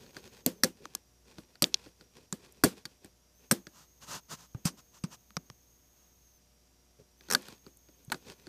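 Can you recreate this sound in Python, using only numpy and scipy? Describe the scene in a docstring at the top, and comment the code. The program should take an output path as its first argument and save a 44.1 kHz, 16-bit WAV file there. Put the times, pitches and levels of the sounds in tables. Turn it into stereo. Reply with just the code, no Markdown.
"""A hobby knife picks and scrapes hardened residue off the brass pulley of a turntable motor.
Each slip of the blade cracks the residue, rings the steel and knocks the motor, which shudders on its
rubber mounts; cracks, rings and shudders are noise and fracture trains sent through resonances.
A hand brushes and bumps the camera held close by: coloured friction noise, soft thumps and shell ticks.
Under it all lie mains hum (sines), hiss (coloured noise) and a thin electronic whine (narrow noise)."""
import sys
import numpy as np
from scipy import signal
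from scipy.fft import rfft, irfft, next_fast_len
from scipy.io import wavfile
from scipy.ndimage import map_coordinates

SR = 44100
rng = np.random.default_rng(int(sys.argv[2]) if len(sys.argv) > 2 else 0)


def store_pcm(level_fs):
    """Save levels as 16-bit WAV."""
    pcm = np.round(np.clip(level_fs, -1, 1) * 32767).astype(np.int16)
    wavfile.write(sys.argv[1], SR, np.atleast_2d(pcm).T)


N = 374001
SPAN = 16384  # samples in one short sound, and the room left for a filter to ring out


def amp(db):
    """Decibels to gain."""
    return 10 ** (np.asarray(db) / 20)


def unit(x):
    """Scale to rms 1."""
    return x / np.sqrt(np.mean(x ** 2) + 1e-20)


def burst(x):
    """Scale each channel to the energy of 10 ms at rms 1."""
    energy = np.sum(x ** 2, axis=-1, keepdims=True)
    return x * np.sqrt(SR / 10 ** 2 / (energy + 1e-20))


def pan(left_db):
    """Left and right gains of mean power 1, with the left louder by left_db."""
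    return unit(amp([[left_db / 2], [-left_db / 2]]))


def wobble(rate):
    """A smooth random curve through rate random points a second."""
    knots = rng.standard_normal(int(N * rate / SR) + 4)
    return map_coordinates(knots, [np.arange(N) * rate / SR])


def filtered(x, response):
    """Multiply the spectrum of x by a response of frequency."""
    n = x.shape[-1]
    padded = next_fast_len(n + SPAN)
    spectrum = rfft(x, padded) * response(np.fft.rfftfreq(padded, 1 / SR))
    return irfft(spectrum, padded)[..., :n]


def coloured(x, points):
    """Shape x by a smooth spectrum drawn through (frequency [Hz], level [dB]) points."""
    f, db = np.transpose(points)
    return filtered(x, lambda hz: amp(np.interp(np.log(hz + 1), np.log(f), db)))


def ringing(x, modes):
    """Send x through damped resonances: (frequency [Hz], width [Hz], level [dB])."""
    def response(f):
        total = 0
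        for k, (centre, width, db) in enumerate(modes):
            resonance = 1j * f * width / (centre * centre - f * f + 1j * f * width)
            total = total + (-1) ** k * amp(db) * resonance  # neighbours have opposite signs
        return total
    return filtered(x, response)


def ports(size, alike):
    """Noise at the left and right microphones; alike is their correlation."""
    a, b = rng.standard_normal((2, size))
    turn = np.arccos(np.clip(alike, -1, 1)) / 2
    shared, opposed = np.cos(turn) * a, np.sin(turn) * b
    return np.array([shared + opposed, shared - opposed])


def lagged(x, seconds):
    """Make x reach the right microphone later than the left by this time."""
    sides = np.array([[1], [-1]])
    return filtered(x, lambda hz: np.exp(1j * np.pi * hz * seconds * sides))


def add(track, s, sound):
    """Mix a sound in at time s."""
    i = max(0, round(s * SR))
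    track[:, i:i + SPAN] += sound[:, :max(0, N - i)]


def contact(seconds, alike, snap=0.97):
    """The force of one contact: a sharp break and a fading train of tiny fractures."""
    t = np.arange(SPAN) / SR
    uneven = amp(5 * rng.standard_normal(SPAN))
    fractures = burst(ports(SPAN, alike) * np.exp(-t / seconds) * uneven)
    # the longer the contact grinds, the less of its force goes into the sharp break
    first = burst(signal.unit_impulse(SPAN, round(SR * .0004)))
    return fractures + snap * np.exp(-seconds / 0.0036) * first


def bounce(hz, rise, fall, stiffer):
    """A few cycles of a soft mount: stiffer while compressed, so the pitch drops to hz as it relaxes."""
    t = np.arange(SPAN) / SR
    cycles = hz * t + stiffer * (1 - np.exp(-hz * t))
    return np.sin(2 * np.pi * cycles) * (1 - np.exp(-t / rise)) * np.exp(-t / fall)


def swell(start, length, shape, late=1):
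    """One hand movement, from 0 up to 1 and back; late over 1 builds slowly and lets go quickly."""
    u = (np.arange(N) / SR - start) / length
    inside = (u > 0) & (u < 1)
    out = np.zeros(N)
    out[inside] = np.sin(np.pi * u[inside] ** late) ** shape
    return out


# spectrum of the room noise: (frequency [Hz], relative level [dB])
ROOM_SPECTRUM = [(20, -12), (55, -2.5), (90, 0.5), (250, -5), (400, -10.5), (800, -13), (1600, -17),
                 (3300, -17), (5500, -16.5), (9000, -20), (14500, -20.5)]


def room_hiss():
    """Steady noise, shaped to the dull spectrum of the room."""
    return amp(-67.0) * unit(coloured(ports(N, alike=0.22), ROOM_SPECTRUM))


# tones of the mains hum: (frequency [Hz], middle level [dB])
HUM_TONES = [(60, -72), (120, -85), (180, -83.5), (263, -84.5), (360, -85), (420, -94.5), (480, -85.5),
             (600, -85.5), (720, -88), (960, -94)]


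def mains_hum():
    """Low sine tones whose levels each sway a little at random."""
    t = np.arange(N) / SR
    hum = 0
    for hz, db in HUM_TONES:
        level = amp(db + 2.1 * wobble(5.8)) * np.sqrt(2)
        hum = hum + level * np.sin(2 * np.pi * (hz * t + rng.random()))
    return hum


# spans in which the whine sits at its upper pitch: (start time [s], end time [s])
UPPER_WHINE_SPANS = [(-1, .63), (3.33, 6.4), (7.16, 8.46)]
# bands of the whine at its lower pitch: (frequency [Hz], width [Hz], relative level [dB])
LOW_WHINE_BANDS = [(4870, 120, -5), (5680, 120, 0), (6430, 130, -4), (7300, 200, -12)]
WHINE_SWITCH_S, WHINE_GLIDE_S = .03, .06  # crossfade time, time constant of the glide
WHINE_SAG_HZ = 485  # it glides up into the upper pitch and sags before leaving it


def electronic_whine():
    """Narrow bands of noise, mostly on the right, that change between two pitches."""
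    t = np.arange(N) / SR
    depths = [np.minimum(t - start, end - t) for start, end in UPPER_WHINE_SPANS]
    inside_s = np.max(depths, axis=0).clip(0)  # time to the nearer end of the span, 0 outside
    upper = np.clip(inside_s / WHINE_SWITCH_S, 0, 1)
    sag_hz = WHINE_SAG_HZ * np.exp(-inside_s / WHINE_GLIDE_S)
    glide = np.exp(-2j * np.pi * np.cumsum(sag_hz) / SR)
    band = ringing(ports(N, alike=.2), [(5700, 1100, -17), (6507, 100, -1), (13936, 1600, -15.5)])
    # turning the phase of the analytic signal shifts the whole band down in pitch
    shifted = np.real(signal.hilbert(band, next_fast_len(N))[:, :N] * glide)
    high = amp(-65.5) * unit(shifted) * pan(-20.5)
    low = amp(-71.5) * unit(ringing(ports(N, alike=0.15), LOW_WHINE_BANDS)) * pan(-22.5)
    return upper * high + (1 - upper) * low


def background():
    """Room noise, mains hum and whine are independent and simply add up."""
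    return room_hiss() + mains_hum() + electronic_whine()


# skin and cloth sliding by the camera: (start time [s], length [s], level [dB])
RUB_MOVES = [(3.687, .19, -55), (3.995, .07, -48.5), (4.04, .17, -37), (4.275, .092, -39), (4.32, .17, -54),
             (4.64, .063, -33), (4.755, 0.063, -53), (4.906, .1, -55.5), (5.093, 0.073, -46.5),
             (5.849, .3, -70.5)]
# colour of the rub at each microphone: (frequency [Hz], relative level [dB])
RUB_SPECTRUM_LEFT = [(40, -14), (160, 4), (350, 0), (1700, -3), (3300, 5), (4400, 4.5), (4900, 6),
                     (5400, 0), (9000, -1.5), (13500, -2.5)]
RUB_SPECTRUM_RIGHT = [(40, -18), (160, 9.5), (340, -4), (800, -2), (980, 1.5), (1170, 1), (1380, 3),
                      (2200, -12), (2900, -2.5), (3400, -10.5), (4900, -5), (5400, -2), (6400, 0.5),
                      (11000, -20.5)]
RUB_SHAPE = 1.74  # a rub swells and fades as a half sine to this power


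def brushing():
    """Fine-grained friction on the camera body; each port colours it differently."""
    speed = sum(amp(db) * swell(start, length, RUB_SHAPE, late=1.25) for start, length, db in RUB_MOVES)
    drag = ports(N, alike=0.17) * amp(1.1 * wobble(400) + 0.6 * wobble(56))
    left = unit(coloured(drag[0], RUB_SPECTRUM_LEFT))
    right = unit(coloured(drag[1], RUB_SPECTRUM_RIGHT))
    rub = np.array([left, right]) * pan(-5)
    shell_modes = [(996, 130, -2.5), (1407, 53, 11.5), (1916, 140, -19), (3050, 160, -8.5)]
    shell = unit(ringing(drag, shell_modes)) * pan(-10)
    return speed * (rub + amp(-11.5) * shell)


# bumps on the camera: (time [s], thump level [dB], shell knock level [dB], shell tick level [dB],
# contact decay time [s], thump pitch [Hz], left-right difference of the knock [dB])
CAMERA_BUMPS = [(0.855, -52, -40, -48.5, .0003, 300, 23.5), (4.547, -33, -50, -68, .003, 116, -5.5),
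                (4.653, -22, -37.5, -29, .015, 167, -9), (5.038, -28, -42.5, -40.5, 0.0074, 165.6, -13.5),
                (5.306, -60.5, -55.5, -67.5, 0.0012, 200, -19), (5.368, -34, -32, -33, 0.00215, 161, -20),
                (5.5004, -48.5, -48, -50, .0012, 122.5, -23), (8.079, -44, -78, -75, 0.0022, 131, -4)]
THUMP_DELAY_S = .0015  # the body of the camera follows the touch on its shell
RUSTLE_CONTACT_S = .015  # a bump that slides this long rustles as loudly as it ticks


def bumps():
    """A finger knocks the camera: a soft thump of a few cycles, a shell knock and tick, a brief tremble."""
    out, t = np.zeros((2, N)), np.arange(SPAN) / SR
    knock_modes = [(456, 410, 8), (865, 160, 11.4), (1195, 250, 14.7)]
    tick_modes = [(2500, 640, -9.5), (4740, 900, -2), (6030, 614, -1.0)]
    rustle_modes = [(7970, 1900, -2), (13300, 3000, -24)]
    for s, thump_db, knock_db, tick_db, seconds, hz, left_db in CAMERA_BUMPS:
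        thump = amp(thump_db) * burst(bounce(hz, rise=0.0022, fall=0.0065, stiffer=0.11)) * pan(-10.5)
        knock = amp(knock_db) * burst(ringing(contact(seconds, alike=0.25), knock_modes)) * pan(left_db)
        tick = amp(tick_db) * burst(ringing(contact(seconds, alike=0.18), tick_modes)) * pan(left_db / 2)
        rustle_gain = amp(tick_db) * seconds / RUSTLE_CONTACT_S
        rustle = rustle_gain * burst(ringing(contact(seconds, alike=0.12), rustle_modes))
        fading = ports(SPAN, alike=0.27) * amp(-60 * t / 0.31)  # 60 dB down after 0.31 s
        tremble = amp(thump_db - 16) * burst(ringing(fading, [(209.7, 94, 0)]))
        add(out, s, knock + tick + rustle)
        add(out, s + THUMP_DELAY_S, thump + tremble)
    return lagged(out, seconds=-.00035)


# strokes of the edge over the residue:
# (start time [s], length [s], relative grit level [dB], relative motor grumble level [dB])
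SCRAPE_STROKES = [(-.08, .22, -57, -54), (.125, .09, -49.5, -50), (0.176, .19, -56.5, -56.5),
                  (0.309, .12, -52.5, -56), (0.403, 0.25, -67, -55.5), (0.723, .31, -60.5, -60.5),
                  (0.801, 0.043, -66, -50.5), (1.244, 0.12, -56, -56.5), (1.334, .13, -60.5, -58.5),
                  (1.465, 0.12, -64, -66), (1.672, 0.264, -58, -63), (1.96, .13, -64.5, -64),
                  (2.102, 0.17, -59.5, -57.5), (2.34, 0.243, -58.5, -59.5), (2.54, .1, -62.5, -61.5),
                  (2.688, 0.16, -57, -59.5), (2.849, .14, -65, -69), (3.002, .09, -61.5, -56),
                  (3.39, .09, -63.5, -65.5), (6.981, .05, -63, -51), (7.196, 0.14, -60, -66),
                  (7.338, .26, -51, -56), (7.608, 0.097, -64, -63), (7.869, 0.21, -68.5, -64),
                  (8.1, 0.48, -63, -63), (8.246, 0.097, -47.5, -46.5)]
# spectrum of the grit: (frequency [Hz], relative level [dB])
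GRIT_SPECTRUM = [(300, -25.5), (750, -2), (1300, -5), (1750, -0.5), (2150, -4), (2550, 4), (2900, -3),
                 (3300, -0.5), (3900, -1.5), (4900, -0.5), (6500, -5.5), (9000, -10.5), (14000, -17.5)]
# resonances of the pulley, also rung by each blow: (frequency [Hz], width [Hz], relative level [dB])
PULLEY_MODES = [(940, 400, -8), (1177, 84, -1.5), (1433, 19, -9), (1681, 58, 0), (1708, 39, -7.5),
                (2640, 130, -14.5)]
# the motor under a steady rub: (frequency [Hz], width [Hz], relative level [dB])
GRUMBLE_MODES = [(170, 220, -1.5), (313, 210, 0), (375.7, 82, 2), (523, 130, -7.5)]
STROKE_SHAPE = 1.2  # pressure rises and falls as a half sine to this power
CRUMBS_PER_S, CRUMB_DB = 110, -5  # coarser crumbs on each channel, level against the fine grains


def scraping():
    """The edge rasps over fine grains of residue, which also shake the motor."""
    grit, grumble = np.zeros((2, N))
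    for start, length, grit_db, grumble_db in SCRAPE_STROKES:
        pressure = swell(start, length, STROKE_SHAPE)
        grit = grit + amp(grit_db) * pressure
        grumble = grumble + amp(grumble_db) * pressure
    crumbs = unit(ports(N, alike=0.3) * (rng.random(N) < CRUMBS_PER_S / SR))
    fine = unit(ports(N, alike=0.12) * amp(3 * rng.standard_normal(N)))
    grains = fine + amp(CRUMB_DB) * crumbs
    catch = unit(amp(1.4 * wobble(200) + 3.2 * wobble(40)))  # the edge catches unevenly
    caught = grains * catch
    rasp = unit(coloured(caught, GRIT_SPECTRUM)) + amp(-10.5) * unit(ringing(caught, PULLEY_MODES))
    shake = unit(ringing(ports(N, alike=0.67) * catch, GRUMBLE_MODES))
    return amp(-1.5) * grit * rasp * pan(7) + amp(-2.0) * grumble * shake * pan(1.5)


# resonances of the residue: (frequency [Hz], width [Hz], relative level [dB])
RESIDUE_MODES = [(7240, 640, -6.5), (7520, 210, -1.5), (8140, 460, 0.5), (9010, 320, 0.5), (9190, 200, 1),
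                 (10460, 1100, -5), (11600, 250, -2), (12500, 1100, -5), (14400, 2100, -7)]


def crack(seconds):
    """Hard residue fractures, ringing at high frequencies."""
    return burst(ringing(contact(seconds, alike=0.15), RESIDUE_MODES)) * pan(-2.4)


# single flakes snapping off: (time [s], level [dB])
FLAKE_SNAPS = [(2.523, -53.5), (3.046, -49), (7.421, -54), (7.484, -51), (7.771, -53.5), (8.049, -57.5)]
FLAKE_S = .0011  # decay time of a breaking flake


def flakes():
    """Loose flakes crack off without moving the motor."""
    out = np.zeros((2, N))
    for s, db in FLAKE_SNAPS:
        add(out, s, amp(db) * crack(FLAKE_S))
    return out


# resonances of the motor on its mounts: (frequency [Hz], width [Hz], relative level [dB])
MOTOR_MODES = [(106, 120, -4.5), (191, 78, 3), (261, 45, 1), (335, 59, -2.5), (393, 67, -2), (476, 19, -7),
               (514, 22, -2.5), (604.1, 78, -7.5), (784, 30, -12)]
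# resonances of the blade: (frequency [Hz], width [Hz], relative level [dB])
BLADE_MODES = [(3500, 360, -12), (3990, 180, -3.5), (4560, 140, 0), (4980, 640, -4), (5330, 120, -7),
               (6650, 1500, -9.5)]
# spectrum of the motor's loose parts: (frequency [Hz], relative level [dB])
RATTLE_SPECTRUM = [(100, -20), (400, 0.5), (800, 0), (1500, -1.5), (2400, -2), (4800, -0.5), (7000, 0),
                   (9500, -0.5), (14000, -2)]
CLACK_HZ = 1480  # pulley resonance of light contacts and of the judder


def blow(levels_db, seconds, thud_hz, clack_hz, ring_hz, left_db):
    """The blade meets the pulley once; the motor bounces and its loose parts rattle."""
    thud_db, clack_db, blade_db, crack_db = levels_db
    t = np.arange(SPAN) / SR
    thud = amp(thud_db - 5) * burst(bounce(thud_hz, rise=0.0016, fall=0.0057, stiffer=.4)) * pan(-2.3)
    thud = lagged(thud, seconds=-.0005)  # the deck carries it to the right side first
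    # the point of contact picks out one resonance of pulley and blade, damped by the fingers
    pulley_modes = PULLEY_MODES + [(clack_hz, 420, 2)]
    blade_modes = BLADE_MODES + [(ring_hz, 900, 3)]
    clack = amp(clack_db - 2.0) * burst(ringing(contact(seconds, alike=0.58), pulley_modes)) * pan(1)
    ring = amp(blade_db - 4.5) * burst(ringing(contact(seconds, alike=0.1), blade_modes)) * pan(left_db)
    # the harder the motor is shoved, the more it shudders and rattles
    shudder = burst(ringing(contact(seconds + 0.0054, alike=0.42), MOTOR_MODES))
    settling = ports(SPAN, alike=0.36) * amp(-60 * t / 0.21)  # 60 dB down after 0.21 s
    settle = burst(ringing(settling, [(190, 40, 0), (265, 32, -0.97), (348, 50, -1.7)]))
    loose = coloured(ports(SPAN, alike=0.46), RATTLE_SPECTRUM)
    rattle = burst(loose * amp(-60 * t / 0.16) * (1 - np.exp(-t / 0.0047)))
    motor = thud + amp(thud_db - 4.0) * shudder + amp(thud_db - 11.0) * settle + amp(thud_db - 11.5) * rattle
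    return motor + clack + ring + amp(crack_db - 3.0) * crack(seconds + 0.00016)


# the edge sets down on the residue without breaking it:
# (time [s], relative motor thud level [dB], relative steel level [dB])
LIGHT_TOUCHES = [(0.063, -57, -56), (0.167, -43, -39), (1.3837, -42, -46.5), (1.555, -75.5, -52),
                 (1.862, -47, -55), (2.01, -54, -53), (2.721, -48, -57), (3.046, -46, -52),
                 (3.669, -48, -43), (7.209, -59.5, -54), (7.286, -48, -48), (7.484, -50, -46),
                 (7.523, -48.5, -55), (7.665, -46.5, -52), (7.887, -56.5, -61.5), (8.1, -46.5, -46.5),
                 (8.144, -39, -38.5), (8.469, -45.5, -48)]
TOUCH_CLACK_DB, TOUCH_CRACK_DB = -4, -14  # against the steel
TOUCH_S, TOUCH_THUD_HZ, TOUCH_RING_HZ = .002, 300, 4150
TOUCH_LEFT_DB = 5.5  # the blade rings louder on the left


def touches():
    """Light contacts nudge the motor and tick the steel, with hardly any crack."""
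    out = np.zeros((2, N))
    for s, thud_db, steel_db in LIGHT_TOUCHES:
        levels_db = (thud_db, steel_db + TOUCH_CLACK_DB, steel_db, steel_db + TOUCH_CRACK_DB)
        add(out, s, blow(levels_db, TOUCH_S, TOUCH_THUD_HZ, CLACK_HZ, TOUCH_RING_HZ, TOUCH_LEFT_DB))
    return out


# relative levels of each judder slip: (thud [dB], clack [dB], ring [dB], crack [dB])
JUDDER_LEVELS_DB = (-35.5, -31.5, -25, -27)
JUDDER_FIRST_DB = -6  # the first slip is weaker, before the edge has bitten
JUDDER_START_S, JUDDER_STEP_S, JUDDER_SCATTER_S = 7.302, .0105, .0007
JUDDER_CONTACT_S, JUDDER_THUD_HZ, JUDDER_RING_HZ = .003, 430, 5530
JUDDER_LEFT_DB = 10  # the blade rings louder on the left


def judder(count):
    """The blade sticks and slips across a ridge: a quick, slightly uneven run of like slips."""
    out = np.zeros((2, N))
    for k in range(count):
        s = JUDDER_START_S + k * JUDDER_STEP_S + JUDDER_SCATTER_S * rng.standard_normal()
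        levels_db = np.add(JUDDER_LEVELS_DB, JUDDER_FIRST_DB * (k == 0))
        slip = blow(levels_db, JUDDER_CONTACT_S, JUDDER_THUD_HZ, CLACK_HZ, JUDDER_RING_HZ, JUDDER_LEFT_DB)
        add(out, s, slip)
    return out


# the blade breaks free and strikes the pulley: (time [s], then relative levels of motor thud [dB],
# pulley clack [dB], blade ring [dB] and residue crack [dB], contact decay time [s], thud pitch [Hz],
# clack pitch [Hz], ring pitch [Hz], left-right difference of the ring [dB],
# delay of the rebound [s] or 0 for none)
KNIFE_SLIPS = [(0.4628, -22, -42, -23, -16, 0.00033, 250, 855, 4460, 11, 0),
               (0.6352, -24, -23, -14, -18.5, 0.0023, 230, 1750, 6030, 6, .0077),
               (0.9507, -52.5, -44.5, -27.5, -28, 0.00086, 340, 1010, 5740, 2, 0.000069),
               (1.6222, -23.5, -29, -16, -18, 0.0013, 220, 1330, 4600, 11.5, .0056),
               (1.6416, -40, -45, -14.5, -38, 0.001, 232, 2300, 4010, 12, 0.00012),
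               (1.743, -54.5, -39.5, -14.5, -49.5, 0.00084, 344, 2150, 4380, 12.5, 0.0012),
               (2.326, -33.5, -40.5, -28, -36, 0.00098, 170, 1090, 7400, 0, 0),
               (2.6375, -15.5, -20, -18.5, -16, 0.0033, 270, 1210, 5100, 2.5, .006),
               (2.854, -45, -42, -32, -43, .003, 139.7, 1705, 4230, 8, 0),
               (3.5119, -22.5, -22.5, -19.5, -16, 0.0038, 178, 1340, 5600, 4.5, .0065),
               (7.349, -31, -19, -17.5, -26, 0.0017, 330, 1460, 4130, 10.5, 0.0007),
               (8.119, -38, -26, -29, -31.5, 0.0049, 217, 1350, 4160, 6, 0)]
# the rebound against the first blow: (thud [dB], clack [dB], ring [dB], crack [dB])
REBOUND_LEVELS_DB = (-2, -13, -7, -5)
REBOUND_PITCH, REBOUND_LONGER = .72, 1.3  # its thud pitch and contact time, as ratios


def slips():
    """The blade breaks free; after most slips it lands a second time, softer and with a lower thud."""
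    out = np.zeros((2, N))
    for s, *levels_db, seconds, thud_hz, clack_hz, ring_hz, left_db, rebound_s in KNIFE_SLIPS:
        add(out, s, blow(levels_db, seconds, thud_hz, clack_hz, ring_hz, left_db))
        if rebound_s > 0:
            softer_db = np.add(levels_db, REBOUND_LEVELS_DB)
            longer, lower_hz = seconds * REBOUND_LONGER, thud_hz * REBOUND_PITCH
            add(out, s + rebound_s, blow(softer_db, longer, lower_hz, clack_hz, ring_hz, left_db))
    return out


# the deck radiates little deep bass: (frequency [Hz], relative level [dB])
DECK_SPECTRUM = [(25, -10), (60, -3.5), (140, 0)]
# the left port hears the knife duller: (frequency [Hz], relative level [dB])
LEFT_PORT_SPECTRUM = [(8000, 0), (10000, -2), (14000, -9.5)]


def picks():
    """All the picking, as the two ports hear it from the deck."""
    knife = slips() + touches() + judder(count=4) + flakes()
    left, right = coloured(knife, DECK_SPECTRUM)
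    return lagged(np.array([coloured(left, LEFT_PORT_SPECTRUM), right]), seconds=.00005)


def scene():
    """Knife work, handling and the quiet workshop."""
    return background() + brushing() + bumps() + scraping() + picks()


ROLL_HZ, TOP_HZ = 14700, 16600  # the treble starts to fall, and is gone


def record(dry):
    """The camera rounds off peaks at full scale and loses the top of the treble."""
    held = dry / (1 + np.abs(dry) ** 6) ** (1 / 6)

    def treble(hz):
        fall_db = np.interp(hz, [ROLL_HZ, ROLL_HZ + 300, TOP_HZ], [0, -22, -38])
        return amp(fall_db) * (hz < TOP_HZ)
    return filtered(held, treble)


dry = scene()
out = record(dry)
store_pcm(out)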